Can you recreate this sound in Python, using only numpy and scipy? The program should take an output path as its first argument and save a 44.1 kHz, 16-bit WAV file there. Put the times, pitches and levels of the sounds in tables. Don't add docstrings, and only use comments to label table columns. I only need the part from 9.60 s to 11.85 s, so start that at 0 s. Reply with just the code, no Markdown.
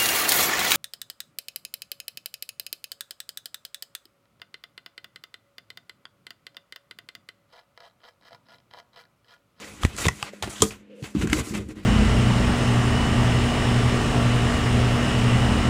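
import sys
import numpy as np
from scipy import signal
from scipy.fft import rfft, irfft
from scipy.io import wavfile
from scipy.ndimage import uniform_filter1d

SR = 44100
rng = np.random.default_rng(int(sys.argv[2]) if len(sys.argv) > 2 else 0)


def to_wav(sig):
    pcm = np.clip(np.atleast_2d(sig), -1, 1) * 32767
    pcm = np.round(pcm).astype(np.int16)
    wavfile.write(sys.argv[1], SR, pcm.T)


def how_loud(loudness_db):
    steps = np.asarray(loudness_db, float) / 20
    return 10 ** steps


N = 99225

# f/Hz, level/dB (rms)
HUM_LINES = [
    (204.6, -53),
    (306, -61),
]
# f/Hz, level/dB (per Hz)
AIR_COLOUR = [(30, -12.5), (100, 2), (250, 16.5), (500, 10.5), (800, -6.5), (2600, -2), (5000, -19.5),
              (16000, -35)]
# start t/s, end t/s, first level/dB, last level/dB
SLEEVE_BRUSHES = [
    (0, 0.203, -50.5, -65),
    (1.295, 1.406, -50, -44.5),
]
# start t/s, end t/s, first level/dB, last level/dB, treble level/dB
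CARD_RUBS = [(0, 0.213, -45, -48.5, 2.5), (0.209, 0.254, -48.5, -36, 3), (0.276, 0.387, -52, -42, 2.5),
             (0.372, 0.425, -36.5, -33.5, 9), (0.424, 0.463, -37, -33.5, 8),
             (0.506, 0.639, -51.5, -43.5, 5), (0.641, 0.692, -42, -43.5, -2),
             (0.723, 0.827, -52, -60.5, 3.5), (0.824, 0.877, -26.5, -43, -4), (0.873, 0.897, -44, -43, -2),
             (0.893, 1.022, -41.5, -50, 9.5), (1.021, 1.1, -32.5, -52.5, 14), (1.024, 1.06, -48, -57, -3),
             (1.104, 1.214, -39, -64, 0), (1.347, 1.419, -78, -63.5, 11.5), (1.43, 1.546, -39.5, -61.5, 6),
             (1.542, 1.616, -44.5, -38.5, -0.5), (1.613, 1.649, -29, -40.5, 0),
             (1.663, 1.73, -54.5, -33.5, -0.5), (1.721, 1.799, -40.5, -29.5, 5.5),
             (1.827, 1.919, -43, -42.5, 6), (1.932, 1.978, -35.5, -34, -1), (1.998, 2.084, -51.5, -62, 3.5),
             (2.08, 2.116, -49.5, -46, -1.5), (2.15, 2.215, -49, -53, -2.5), (2.225, 2.26, -54, -57, 0.5)]
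# f/Hz, level/dB (per Hz)
PAPER_COLOUR = [(300, -3.5), (600, -2), (1100, -2), (2600, -2.5), (3800, -9.5), (5500, -20), (9000, -36.5)]
# f/Hz, level/dB (per Hz)
HISS_COLOUR = [(3000, -30), (5500, -11.5), (6900, -12.5), (9500, -13.5), (12000, -24.5), (15500, -27)]
# f/Hz, level/dB, time to fall 60 dB t/s
TABLE_MODES = [(62, 0, .12), (88, 0, .1), (110, -2, .09), (147, -2, .09), (208, 0, .14), (252, -4, .08),
               (312, 0, .09), (360, -1, .08), (441, 0, .085), (520, -2, .05), (620, -3, .04),
               (850, -1, .04), (1050, -3, .03), (1230, -1, .045)]
# start t/s, end t/s, first level/dB, last level/dB, favoured f/Hz
HAND_DRAGS = [(0.328, 0.486, -44.5, -33.5, 117), (0.443, 0.647, -33, -62, 101),
              (0.805, 0.877, -38.5, -37, 120), (0, 0.305, -67, -34, 94), (0.996, 1.236, -28.5, -59.5, 102),
              (1.417, 1.5, -30, -58, 150), (1.55, 1.667, -27, -24.5, 151), (1.685, 1.724, -28, -31.5, 100),
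              (1.744, 1.82, -22.5, -32.5, 237), (1.844, 1.905, -49, -34, 200),
              (1.92, 2.018, -28, -31.5, 204), (2.026, 2.111, -44, -34.5, 198), (2.156, 2.26, -33, -44, 172)]
# t/s, level/dB, f/Hz favoured by the spot, share of the free ring time
TABLE_KNOCKS = [(0.261, -25.5, 88, 0.34), (0.331, -33, 89, 0.39), (0.386, -36, 81, 0.26),
                (.454, -16, 463, 0.29), (0.627, -22.5, 832, 0.39), (0.6282, -20.5, 1190, 0.28),
                (0.624, -33, 140, 0.67), (0.734, -28.5, 564, 0.27), (.825, -21.5, 865, 0.4),
                (0.827, -30.5, 87, 0.51), (0.838, -24, 720, 0.22), (0.874, -23, 364, 0.38),
                (0.876, -27, 600, 0.18), (1.0229, -7.5, 436, 1.1), (1.033, -17.5, 445.3, 1.39),
                (1.025, -17, 1225, 0.74), (1.017, -19.5, 94, 0.4), (1.021, -9.5, 1110, 0.2),
                (1.030, -17, 203.5, 1.77), (1.422, -25.5, 145, 0.36), (1.440, -29.5, 426, 0.56),
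                (1.549, -12, 295, 1.1), (1.563, -13.5, 201, 1), (1.582, -18, 75, 0.44),
                (1.607, -19.5, 281, 0.57), (1.634, -15, 210, 0.7), (1.642, -13.5, 330, 0.28),
                (1.650, -15, 158, 0.8), (1.671, -24, 302, 0.47), (1.688, -23.5, 79.6, 0.42),
                (1.727, -10.5, 296, 1.3), (1.749, -26, 69, .5), (1.766, -25, 330, .5),
                (1.78, -21.5, 484, 0.7), (1.786, -18, 250, 0.8), (1.796, -22.5, 127, 1.2),
                (1.871, -29, 306, 1.3), (1.906, -23, 213, 1), (1.923, -24, 340, 0.73),
                (1.949, -23, 264, 0.77), (1.972, -24.5, 212, 0.4), (1.988, -27, 112, 0.68),
                (1.998, -23.5, 318, 0.78), (2.088, -29, 303, .6), (2.169, -31, 307, 0.61),
                (2.182, -33, 92, 0.59), (2.239, -35.5, 200, .6)]
# t/s of the extreme, peak level/dB, width t/ms, push +1 or pull -1
AIR_PUFFS = [
    (.2448, -12, 2.5, 1),
    (.2516, 0, 1.05, -1),
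    (.2575, -11, 4, 1),
    (.4655, -14, 3, 1),
    (.4698, -5, 1.1, -1),
    (.4735, -12, 2, 1),
    (.4812, -12, 2.2, -1),
    (.4848, -11, 1.0, 1),
]
# t/s, peak level/dB, treble level/dB,
# ring-down t/ms, f/Hz of the flexed card (for the scrape, its pitch)
EDGE_CRACKS = [(0.044, -29, -24, 2.1, 1950), (0.228, -24, -25, 2.6, 2200), (0.233, -14, -34, 1.8, 1274),
               (0.2494, -9, -15.5, 1.2, 1850), (0.249, -14, -14, 2.4, 3300),
               (0.2337, -17.5, -32, 1.7, 3360), (.365, -26, 3, 1.2, 4200), (0.382, -22.5, -17, 1.8, 1390),
               (.444, -18, -18, 5.6, 2610), (.4535, -9, -30, 1.05, 2340), (0.458, -15, -19, 3.3, 1100),
               (0.4657, -11.5, -9, 1.2, 2520), (0.4835, -7.5, -8.5, 1.46, 1930),
               (0.4841, -14, -12, 0.8, 4970), (0.487, -11, -30, 1.72, 1090), (0.627, -12, -6.5, 0.37, 2600),
               (.824, -16.5, -8, 2.7, 3320), (0.832, -32, -14, 1.5, 1820), (.843, -29, -6, 2.4, 3500),
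               (.874, -25.5, -20, 2.9, 910), (0.957, -30, -25.5, 25, 3030), (1.004, -21.5, -9, 7.8, 3100),
               (1.020, -5.5, 3.5, 3.4, 3200), (1.032, -37, 12, 1.3, 3540), (1.107, -26, -20, 2.7, 2500),
               (1.4259, -31.5, -18, 1.8, 2730), (1.441, -31.5, -17, 4, 2170),
               (1.550, -31.5, -32, 4.5, 1050), (1.614, -23.5, -11, 5.5, 1490),
               (1.672, -22.5, -8, 4.5, 1470), (1.698, -22, -9, 6.1, 1620), (1.730, -13.5, -6, 4.6, 1340),
               (1.73, -5.5, -21, 1.8, 2200), (2.087, -47.5, 7.5, 3, 2500), (1.948, -27, -3.5, 14, 2550),
               (2.233, -48, -19, 2.1, 2340)]

LOWEST_HZ = 50


def unit_rms(x):
    return x / np.sqrt(np.mean(x ** 2))


def unit_peak(x):
    return x / np.max(np.abs(x))


def colour(x, points):
    hz = np.maximum(np.fft.rfftfreq(len(x), 1 / SR), 1)
    point_hz, point_db = np.array(points, float).T
    gain_db = np.interp(np.log(hz), np.log(point_hz), point_db)
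    return irfft(rfft(x) * how_loud(gain_db), len(x))


def band(x, hz, width_hz):
    return signal.lfilter(*signal.iirpeak(hz, hz / width_hz, fs=SR), x)


def butter(x, order, hz, kind):
    return signal.sosfilt(signal.butter(order, hz, kind, fs=SR, output="sos"), x)


def add(out, start_s, x):
    i = max(int(start_s * SR), 0)
    out[i:i + len(x)] += x[:N - i]


def walk(rate):
    hold = int(SR / rate)
    steps = np.repeat(rng.standard_normal(N // hold + 1), hold)
    return 0.89 * uniform_filter1d(uniform_filter1d(steps, hold), hold)[:N]


def stroke(start_s, end_s, first_db, last_db):
    attack_s, release_s = 0.011, 0.014
    t = np.arange(N) / SR
    hold = how_loud(np.interp(t, [start_s, end_s], [first_db, last_db]))
    attack = np.clip((t - start_s) / attack_s + (start_s <= 0), 0, 1)
    return hold * attack * np.exp(-np.maximum(t - end_s, 0) / release_s)


def patchy(x):
    swell_db, swells_per_s = 2, 30
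    edges = 350 * 2 ** np.arange(0, 6.1, .5)
    hz, spectrum = np.fft.rfftfreq(len(x), 1 / SR), rfft(x)
    out = 0
    for low, high in zip(np.append(0, edges), edges):
        part = irfft(spectrum * (hz >= low) * (hz < high), len(x))
        out = out + part * how_loud(swell_db * walk(swells_per_s))
    return out


def ring(force, modes, extra_db):
    out = 0
    for (hz, db, t60_s), extra in zip(modes, extra_db):
        pole = np.exp(2j * np.pi * hz / SR - np.log(1000) / (t60_s * SR))
        out = out + how_loud(db + extra) * signal.lfilter([1], [1, -pole], force).imag
    return out


def spot(hz, db_per_oct2):
    return -db_per_oct2 * np.log2(np.array(TABLE_MODES)[:, 0] / hz) ** 2


def hum():
    out = 0
    for hz, db in HUM_LINES:
        level = np.sqrt(2) * how_loud(db + 1.5 * walk(31.0))
        cycles = hz * np.cumsum(1 + 0.0082 * walk(6.9)) / SR
        out = out + level * np.sin(2 * np.pi * cycles)
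    return out


def room_air():
    air = colour(rng.standard_normal(N), AIR_COLOUR)
    return air * how_loud(-64) / np.std(butter(air, 4, 600, "high"))


def sleeve():
    centre_hz, width_hz = 485, 110
    edges = [centre_hz - width_hz / 2, centre_hz + width_hz / 2]
    cloth = unit_rms(butter(rng.standard_normal(N), 3, edges, "band"))
    weave = unit_rms(band(rng.standard_normal(N), 2750, 340))
    return (cloth + how_loud(-16.5) * weave) * sum(stroke(*row) for row in SLEEVE_BRUSHES)


def rubbing():
    grains_per_s, grain_db, flicker_db = 3900, 2, 2.5
    hit = rng.random(N) < grains_per_s / SR
    grains = hit * rng.standard_normal(N) * how_loud(grain_db * rng.exponential(size=N))
    grains = patchy(unit_rms(grains) + 2.4 * rng.standard_normal(N))
    paper = colour(grains, PAPER_COLOUR) * how_loud(flicker_db * walk(39.84) + 2.1 * walk(200))
    hiss = colour(grains, HISS_COLOUR) * how_loud(flicker_db * walk(70.24))
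    bounce_db, bounce_s = -10, .00027
    hiss = hiss + how_loud(bounce_db) * np.roll(hiss, round(bounce_s * SR))
    paper_level, hiss_level = 0, 0
    for *movement, treble_db in CARD_RUBS:
        level = stroke(*movement)
        paper_level = paper_level + level
        hiss_level = hiss_level + how_loud(treble_db) * level
    return (paper * paper_level + hiss * hiss_level) / np.std(paper + hiss)


def dragging():
    force = rng.standard_normal(N) * how_loud(2.2 * walk(30))
    out = np.zeros(N)
    for start_s, end_s, first_db, last_db, hz in HAND_DRAGS:
        part = slice(int(start_s * SR), int((end_s + .25) * SR))
        gains_db = spot(hz, 4)
        push = (force * stroke(start_s, end_s, first_db, last_db))[part]
        usual = np.std(ring(force[:SR // 4], TABLE_MODES, gains_db))
        out[part] += ring(push, TABLE_MODES, gains_db) / usual
    return butter(out, 4, 480, "low")


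def knocks():
    contact_cycles, scatter_db, spot_ring_db, spot_t60_s = 1.1, 1.5, 8, .085
    out, t = np.zeros(N), np.arange(12000) / SR
    scatter = scatter_db * rng.standard_normal((len(TABLE_KNOCKS), len(TABLE_MODES) + 1))
    for (start_s, db, hz, share), uneven_db in zip(TABLE_KNOCKS, scatter):
        push = np.sin(2 * np.pi * np.clip(t * hz / contact_cycles, 0, 1))
        modes = np.array(TABLE_MODES + [(hz, spot_ring_db, spot_t60_s)]) * [1, 1, share]
        gains_db = uneven_db + np.append(spot(hz, 24), 0)
        add(out, start_s, how_loud(db) * unit_peak(ring(-push, modes, gains_db)))
    return out


def puffs():
    even_out_s = .024
    t, air = np.arange(N) / SR, 0
    for peak_s, db, width_ms, sign in AIR_PUFFS:
        air = air + sign * how_loud(db) * np.exp(-np.abs(t - peak_s) * 1000 / width_ms)
    air = uniform_filter1d(air, size=16)
    air = air - uniform_filter1d(air, size=int(even_out_s * SR))
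    return signal.sosfiltfilt(signal.butter(2, LOWEST_HZ, "high", fs=SR, output="sos"), air)


def cracks():
    card_q, card_db, click_db = 7.9, -5, -10
    click_hz, click_width_hz, spit_hz, spit_width_hz = 1600, 3100, 7240, 2750
    out, t = np.zeros(N), np.arange(3000) / SR
    noises = rng.standard_normal((len(EDGE_CRACKS), 2, len(t)))
    for (start_s, db, treble_db, fall_ms, hz), noise in zip(EDGE_CRACKS, noises):
        fall = np.exp(-t * 1000 / fall_ms) * np.clip(t / .0008, 0, 1)
        slip, treble = noise * fall
        card = band(slip, hz, hz / card_q)
        click = band(band(slip, click_hz, click_width_hz), click_hz, click_width_hz)
        spit = band(band(treble, spit_hz, spit_width_hz), spit_hz, 2 * spit_width_hz)
        crack = how_loud(card_db) * unit_peak(card) + how_loud(click_db) * unit_peak(click)
        add(out, start_s, how_loud(db) * (crack + how_loud(treble_db) * unit_peak(spit)))
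    return out


def room_tail(near):
    t60_s, gap_s = 0.16, 0.00083
    t = np.arange(16000) / SR
    tail = rng.standard_normal(len(t)) * how_loud(-60 * t / t60_s) * (t > gap_s)
    return how_loud(-13) * signal.fftconvolve(near, tail / np.sqrt(np.sum(tail ** 2)))[:N]


def scene():
    near = cracks() + knocks() + rubbing() + dragging()
    sound = near + room_tail(near) + hum() + room_air() + sleeve()
    return (butter(sound, 4, LOWEST_HZ, "high") + puffs())[None]


def band_limit(x):
    return signal.sosfilt(signal.butter(12, 16310, fs=SR, output="sos"), x)


def record(dry):
    ceiling, top_hz = 1.15, 15200
    x = ceiling * np.tanh(dry / ceiling)
    x = signal.sosfilt(signal.ellip(8, .2, 60, top_hz, fs=SR, output="sos"), x)
    return band_limit(x)


dry = scene()
out = record(dry)
to_wav(out)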